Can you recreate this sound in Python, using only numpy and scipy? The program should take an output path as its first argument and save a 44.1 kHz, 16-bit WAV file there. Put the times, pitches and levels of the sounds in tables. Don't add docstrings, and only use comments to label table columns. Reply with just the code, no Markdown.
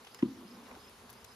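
import sys
import numpy as np
from scipy import signal
from scipy.fft import rfft, irfft
from scipy.io import wavfile
from scipy.ndimage import uniform_filter1d, map_coordinates

SR = 44100
rng = np.random.default_rng(int(sys.argv[2]) if len(sys.argv) > 2 else 0)


def master_out(mix):
    frames = np.transpose(np.atleast_2d(mix))
    ceiling = np.clip(frames, -1, 1)
    pcm = np.round(ceiling * 32767).astype(np.int16)
    wavfile.write(sys.argv[1], SR, pcm)


N = 59535
T = np.arange(N) / SR
FREQS = np.fft.rfftfreq(2 * N, 1 / SR)

TOUCH_S = 0.2245
# (multiple of the wingbeat, level [dB])
COLONY_OVERTONES = [(1, 3), (2, -21.5), (3, -25), (4, -25), (5, -22.5), (7, -24), (12, -42), (20, -50)]


def amp(db):
    return 10 ** (np.asarray(db) / 20)


def unit(x):
    return x / np.sqrt(np.mean(x ** 2) + 1e-20)


def read(points, hz, axis=1):
    p = np.transpose(points)
    return np.interp(np.log(hz + 1), np.log(p[0] + 1), p[axis])


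def curve(points, axis=1):
    p = np.transpose(points)
    return np.interp(T, p[0], p[axis])


def pan(db):
    return amp([[db / 2], [-db / 2]])


def drift(knots_per_s):
    knots = rng.standard_normal(200)
    places = 10 + T[::100] * knots_per_s
    return map_coordinates(knots, [places], order=3, mode="wrap").repeat(100)[:N]


def colour(x, tone, tilt_db=0):
    gain = amp(read(tone, FREQS) + tilt_db * np.log2(1 + FREQS / 1000))
    return irfft(rfft(x, 2 * N) * unit(gain))[:N]


def ports(pair):
    # (pitch [Hz], likeness of the two ports [0-1], phase by which left leads [rad])
    likeness = [(60, 0.96, -0.2), (290, 0.94, -0.35), (640, 0.83, 0.16), (1420, 0.61, 0.2),
                (2970, 0.36, 0.87), (4500, 0.6, 0), (6130, 0.33, 0), (7700, 1, -3), (8870, 1, -3.5),
                (10260, 0.72, -5.5), (12000, 1, -6.5), (12800, 0.71, -8.5), (14400, 0.8, -10),
                (16000, 0.85, -9.5)]
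    left, other = rfft(np.array(pair), 2 * N)
    same = np.clip(read(likeness, FREQS), -1, 1)
    right = same * left + np.sqrt(1 - same ** 2) * other
    right = right * np.exp(-1j * read(likeness, FREQS, axis=2))
    return irfft(np.array([left, right]))[:, :N]


def direct(x):
    left_lag_s = 0.00016
    turn = np.exp(np.pi * 1j * FREQS * left_lag_s * np.array([[-1], [1]]))
    return irfft(rfft(x, 2 * N) * turn)[:, :N]


def air():
    # (pitch [Hz], relative level [dB per Hz])
    hiss_tone = [(20, -37), (32, -17), (48, -5), (70, -0.5), (130, -2.5), (280, -4), (420, 1), (650, -4),
                 (1000, 0), (1700, -6), (2800, -8), (4500, -9), (7000, -13.5), (8300, -8.5), (9300, -15),
                 (11700, -16), (13500, -19), (14300, -25), (15700, -35)]
    # (pitch [Hz], left minus right [dB])
    lean = [(500, -0.5), (1600, -1.5), (2100, 2), (3000, 4.5), (4300, -0.5), (6000, 0), (12000, -0.5)]
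    level_db, patchy_db = -57.5, 1.5
    z = signal.stft(rng.standard_normal((2, N)), nperseg=512)[2]
    patches = uniform_filter1d(rng.standard_normal(z.shape[1:]), size=12, axis=0)
    patches = unit(uniform_filter1d(patches, size=8, axis=1))
    hiss = signal.istft(z * amp(patchy_db * patches), nperseg=512)[1][:, :N]
    pair = ports([unit(colour(h, hiss_tone)) for h in hiss])
    side_db = read(lean, FREQS)
    leaning = rfft(pair, 2 * N) * amp([side_db / 2, -side_db / 2])
    return amp(level_db) * irfft(leaning)[:, :N]


def breeze():
    # (time [s], level [dB])
    levels = [(0, -84), (.5, -74), (.75, -69.5), (1.0, -71), (1.27, -66.5), (1.35, -72)]
    # (pitch [Hz], relative level [dB per Hz])
    rumble_tone = [(15, -33), (32, -19), (52, -2.5), (75, -1.5), (120, -2.5), (170, -15), (400, -36),
                   (16000, -88)]
    noise = rng.standard_normal((2, N))
    return amp(curve(levels)) * ports([unit(colour(n, rumble_tone)) for n in noise])


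def cricket():
    # (start [s], peak level before panning [dB], pitch offset [Hz], length [s])
    strokes = [(0.109, -62, -89, .028), (0.14, -61, 1.5, 0.028), (0.16, -64, -120, 0.022),
               (0.179, -59, 19, 0.024), (0.468, -61, -10, 0.026), (0.502, -59, 31, 0.027),
               (0.538, -65.5, 41, 0.026), (0.793, -61.5, -20, 0.034), (.830, -59.5, 10.5, 0.034),
               (0.868, -58.5, 11, 0.028), (1.13, -68, -200, .028), (1.167, -64, -120, .024),
               (1.201, -65.5, 1, .026), (1.271, -63.5, -11, .028), (1.304, -59.5, -2, 0.035)]
    pitch_hz, fall_hz_per_s, flutter_hz, side_db = 5095, 3600, 60, -6.5
    out = np.zeros(N)
    for start, db, offset, length in strokes:
        t = np.clip(T - start, 0, length)
        hz = pitch_hz + offset - fall_hz_per_s * t + flutter_hz * drift(260)
        whistle = np.sin(2 * np.pi * np.cumsum(hz) / SR)
        out += amp(db) * np.sin(np.pi * t / length) * whistle
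    return out * pan(side_db)


def swarm(hz, tone, spread, wander, swell_db, count):
    out = np.zeros(N)
    for offset in np.linspace(-1, 1, count):
        pitch = hz * (1 + spread * offset + wander * drift(11))
        phase = 2 * np.pi * np.cumsum(pitch) / SR
        buzz = np.zeros(N)
        for k in range(1, 17):
            buzz += amp(read(tone, k)) * np.cos(k * phase + 2 * np.pi * rng.random())
        out += buzz * amp(swell_db * drift(5.9))
    return unit(out)


def bees():
    # (multiple of the wingbeat, level [dB])
    flyer_overtones = [(1, -3), (2, -0.5), (3, -5.5), (4, -5.5), (5, -4.5), (7, -11), (12, -16), (20, -32)]
    # (time [s], wingbeat [Hz], level [dB])
    hum = [(0, 231.8, -68.5), (.23, 239.8, -68), (.3, 225, -56), (.35, 245, -57), (.41, 255, -62),
           (.46, 225, -62), (.52, 240, -63), (.57, 245, -59), (.61, 222, -60), (.65, 248, -62),
           (.74, 235, -64), (.8, 245, -69.5), (1.35, 235, -74.5)]
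    flyer_hz, flyers_db = 227.36, -65.5
    flyers = ports([swarm(flyer_hz, flyer_overtones, spread=0.11, wander=0.035, swell_db=3.5, count=12)
                    for _ in range(2)])
    colony = swarm(curve(hum), COLONY_OVERTONES, spread=0.09, wander=0.06, swell_db=2.5, count=4)
    return amp(flyers_db) * flyers + amp(curve(hum, axis=2)) * colony


def buzzes():
    # (middle [s], length [s], wingbeat in the middle [Hz], glide [Hz per s], level of the lowest tone [dB])
    swells = [(.305, .09, 277, -450, -44), (.335, .06, 362, -400, -55), (.39, .07, 328, -700, -57),
              (.412, .08, 249, -200, -50), (.44, .06, 360, -150, -54), (.455, .06, 212, -250, -48),
              (.515, .07, 234, 450, -50.5), (.56, .06, 200, 500, -55), (.587, .06, 243, -150, -49),
              (.6, .06, 478, -500, -61), (.645, .06, 252, -250, -56), (.73, .06, 257, 200, -55),
              (.735, .11, 475, -250, -62), (1.05, .06, 229, 0, -59), (1.157, .055, 232, 0, -57)]
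    wander = 0.05
    out = np.zeros(N)
    for middle, length, hz, glide, db in swells:
        t = np.clip(T - middle, -length / 2, length / 2)
        pitch = (hz + glide * t) * (1 + wander * drift(60))
        phase = 2 * np.pi * (np.cumsum(pitch) / SR + rng.random())
        tone = np.zeros(N)
        for k in range(1, 6):
            overtone_db = read(COLONY_OVERTONES, k) - read(COLONY_OVERTONES, 1)
            tone += amp(overtone_db) * np.sin(k * phase)
        out += amp(db) * np.cos(np.pi * t / length) * tone
    return out


def rub():
    # (time [s], level [dB])
    levels = [(0, -74), (.45, -78), (.56, -61), (.66, -60), (.725, -57), (.77, -60.5), (.8, -69.5),
              (1.35, -83)]
    # (pitch [Hz], relative level [dB per Hz])
    wood_tone = [(60, -23), (400, -4), (750, -1), (1080, 1.5), (1500, -8), (2500, -12.5), (6000, -22.5),
                 (16000, -36)]
    slips_per_s = 1500
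    slipping = rng.random((2, N)) < slips_per_s / SR
    slips = rng.standard_normal((2, N)) * slipping
    return ports([unit(colour(s, wood_tone)) for s in slips]) * amp(curve(levels))


def scuffs():
    # (start [s], length [s], first pitch [Hz], last pitch [Hz], peak level [dB])
    slides = [(.7105, .013, 1450, 130, -46), (.710, .008, 2600, 1950, -50)]
    # (time [s], pitch [Hz], level [dB])
    thuds = [(.6935, 1100, -51), (.7285, 1010, -50), (.739, 948, -54), (.7455, 560, -51.5),
             (.7655, 750, -48.5), (.774, 380, -50)]
    bump_width_s = 0.003
    out = np.zeros(N)
    for start, length, first_hz, last_hz, db in slides:
        u = np.clip((T - start) / length, 0, 1)
        hz = first_hz + (last_hz - first_hz) * u
        out += amp(db) * np.sin(np.pi * u) * np.sin(2 * np.pi * np.cumsum(hz) / SR)
    for middle, hz, db in thuds:
        t = T - middle
        out += amp(db) * np.exp(-(t / bump_width_s) ** 2) * np.sin(2 * np.pi * hz * t)
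    return direct(out)


def ticks():
    # (time [s], level [dB], decay [s], brightness [dB per octave], left minus right [dB])
    snaps = [(0.048, -49.5, 0.0046, -6, 3), (.071, -48.5, 0.0069, -7.5, 2), (0.1465, -38, 0.00097, 0, .5),
             (.148, -49.5, 0.0045, -6.5, 2), (0.1898, -52, 0.012, -8, -1), (0.222, -53, 0.0014, -3, 2),
             (0.638, -56, .003, -4, 1), (0.713, -55, 0.002, -9, 6), (0.7517, -48, 0.0025, -8.5, 3),
             (0.8965, -50.5, 0.00094, 7, 2), (1.0934, -48.5, 0.0024, -4, 4),
             (1.100, -49.5, 0.0029, 3.5, 10.5), (1.104, -44.5, 0.0029, 14, -2), (1.129, -48, 0.0014, 5, 6),
             (1.136, -55, 0.0035, 6, .5), (1.2447, -48.5, 0.0016, 1, 7), (1.248, -44, 0.0016, 1.5, 7)]
    # (pitch [Hz], relative level [dB per Hz])
    snap_tone = [(100, -19), (900, -8.5), (1700, -3), (2500, -1.5), (3200, 0), (4200, -3), (5800, -0.5),
                 (8000, -4), (11500, -4.5), (16000, -17)]
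    direct_share = 0.32
    out = np.zeros((2, N))
    for start, db, decay, bright_db, side_db in snaps:
        fade = (T >= start) * np.exp(-np.maximum(T - start, 0) / decay)
        bursts = fade * rng.standard_normal((3, N))
        near, *far = [colour(b, snap_tone, bright_db) for b in bursts]
        mix = np.sqrt(direct_share) * direct(near) + np.sqrt(1 - direct_share) * ports(far)
        out += amp(db) * pan(side_db) * mix
    return out


def taps():
    # (time [s], pitch [Hz], level [dB], decay [s])
    rings = [(.046, 3050, -53, .006), (.069, 3220, -50, .007), (.191, 1950, -50, .01),
             (.203, 1700, -53, .006), (1.093, 2500, -54, .008), (1.247, 3500, -53, .004)]
    out = np.zeros(N)
    for start, hz, db, decay in rings:
        t = np.maximum(T - start, 0)
        ring = np.sin(2 * np.pi * hz * t + drift(140))
        out += amp(db) * np.exp(-t / decay) * ring * (T >= start)
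    return direct(out)


def clack():
    # (pitch [Hz], starting level [dB], time to fall by 60 dB [s])
    part_modes = [(530, -41, 0.045), (780, -43, 0.038), (1000, -35, .035), (1354, -46.5, .025),
                  (2046, -38, 0.029), (2470, -40, 0.026), (3100, -43, .022)]
    part_rise_s = 0.0028
    crack_s, crack_width_s, crack_db = 0.2272, 0.002, -40
    crack_hz, crack_fall_hz_per_s = 2850, 220000
    t = np.maximum(T - TOUCH_S, 0)
    ring = sum(amp(db - 60 * t / t60) * np.sin(2 * np.pi * hz * t) for hz, db, t60 in part_modes)
    u = T - crack_s
    chirp = np.sin(2 * np.pi * (crack_hz - crack_fall_hz_per_s * u / 2) * u)
    crack = amp(crack_db) * np.exp(-(u / crack_width_s) ** 2) * chirp
    return direct(np.minimum(t / part_rise_s, 1) * ring + crack)


def knock():
    # (pitch [Hz], starting level [dB], time to fall by 60 dB [s])
    box_modes = [(72.8, -57.5, 0.33), (138.4, -39.5, 0.25), (175.5, -17.5, 0.043), (210.5, -24, 0.13),
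                 (244, -25.5, 0.15), (265, -22.5, 0.073), (311.7, -32.5, 0.21), (344.8, -23, .095),
                 (514, -54, 0.15), (956, -55, 0.095)]
    # (pitch [Hz], relative level [dB per Hz])
    touch_tone = [(100, -5), (600, -4), (1000, -4), (1450, -11), (2500, -10), (5000, -19), (16000, -41)]
    murmur_tone = [(30, -37), (70, -9), (130, -8), (170, -9), (215, 1), (300, -3.5), (375, -1), (440, -24),
                   (800, -47), (16000, -85)]
    thump_s, thump_hz, thump_db, thump_width_s = 0.2328, 281, -14.5, 0.0041
    box_s, box_rise_s = 0.231, 0.012
    touch_db, touch_rise_s, touch_decay_s = -49, 0.0029, 0.0059
    murmur_db, murmur_fade_db_per_s = -52, 34
    side_db = 0.9

    t = T - thump_s
    thump = -amp(thump_db) * np.exp(-(t / thump_width_s) ** 2) * np.sin(2 * np.pi * thump_hz * t)

    after = np.maximum(T - box_s, 0)
    rise = np.minimum(after / box_rise_s, 1)
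    ring = sum(amp(db - 60 * after / t60) * np.sin(2 * np.pi * hz * after) for hz, db, t60 in box_modes)

    since = np.maximum(T - TOUCH_S, 0)
    press = np.minimum(since / touch_rise_s, 1)
    press = press * np.exp(-np.maximum(since - touch_rise_s, 0) / touch_decay_s)
    linger = rise * amp(murmur_db - murmur_fade_db_per_s * after)
    scattered = []
    for _ in range(2):
        touch = amp(touch_db) * press * colour(rng.standard_normal(N), touch_tone)
        murmur = linger * colour(rng.standard_normal(N), murmur_tone)
        scattered.append(touch + murmur)
    return direct(thump + rise * ring) * pan(side_db) + ports(scattered)


def scene():
    garden = air() + breeze() + cricket()
    hive = bees() + buzzes()
    handling = rub() + scuffs() + ticks() + taps()
    return garden + hive + handling + clack() + knock()


def record(dry):
    edge_hz = 15780
    low_pass = signal.firwin(511, edge_hz, window=("kaiser", 9), fs=SR)
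    return signal.oaconvolve(dry, low_pass[None], "same")


dry = scene()
out = record(dry)
master_out(out)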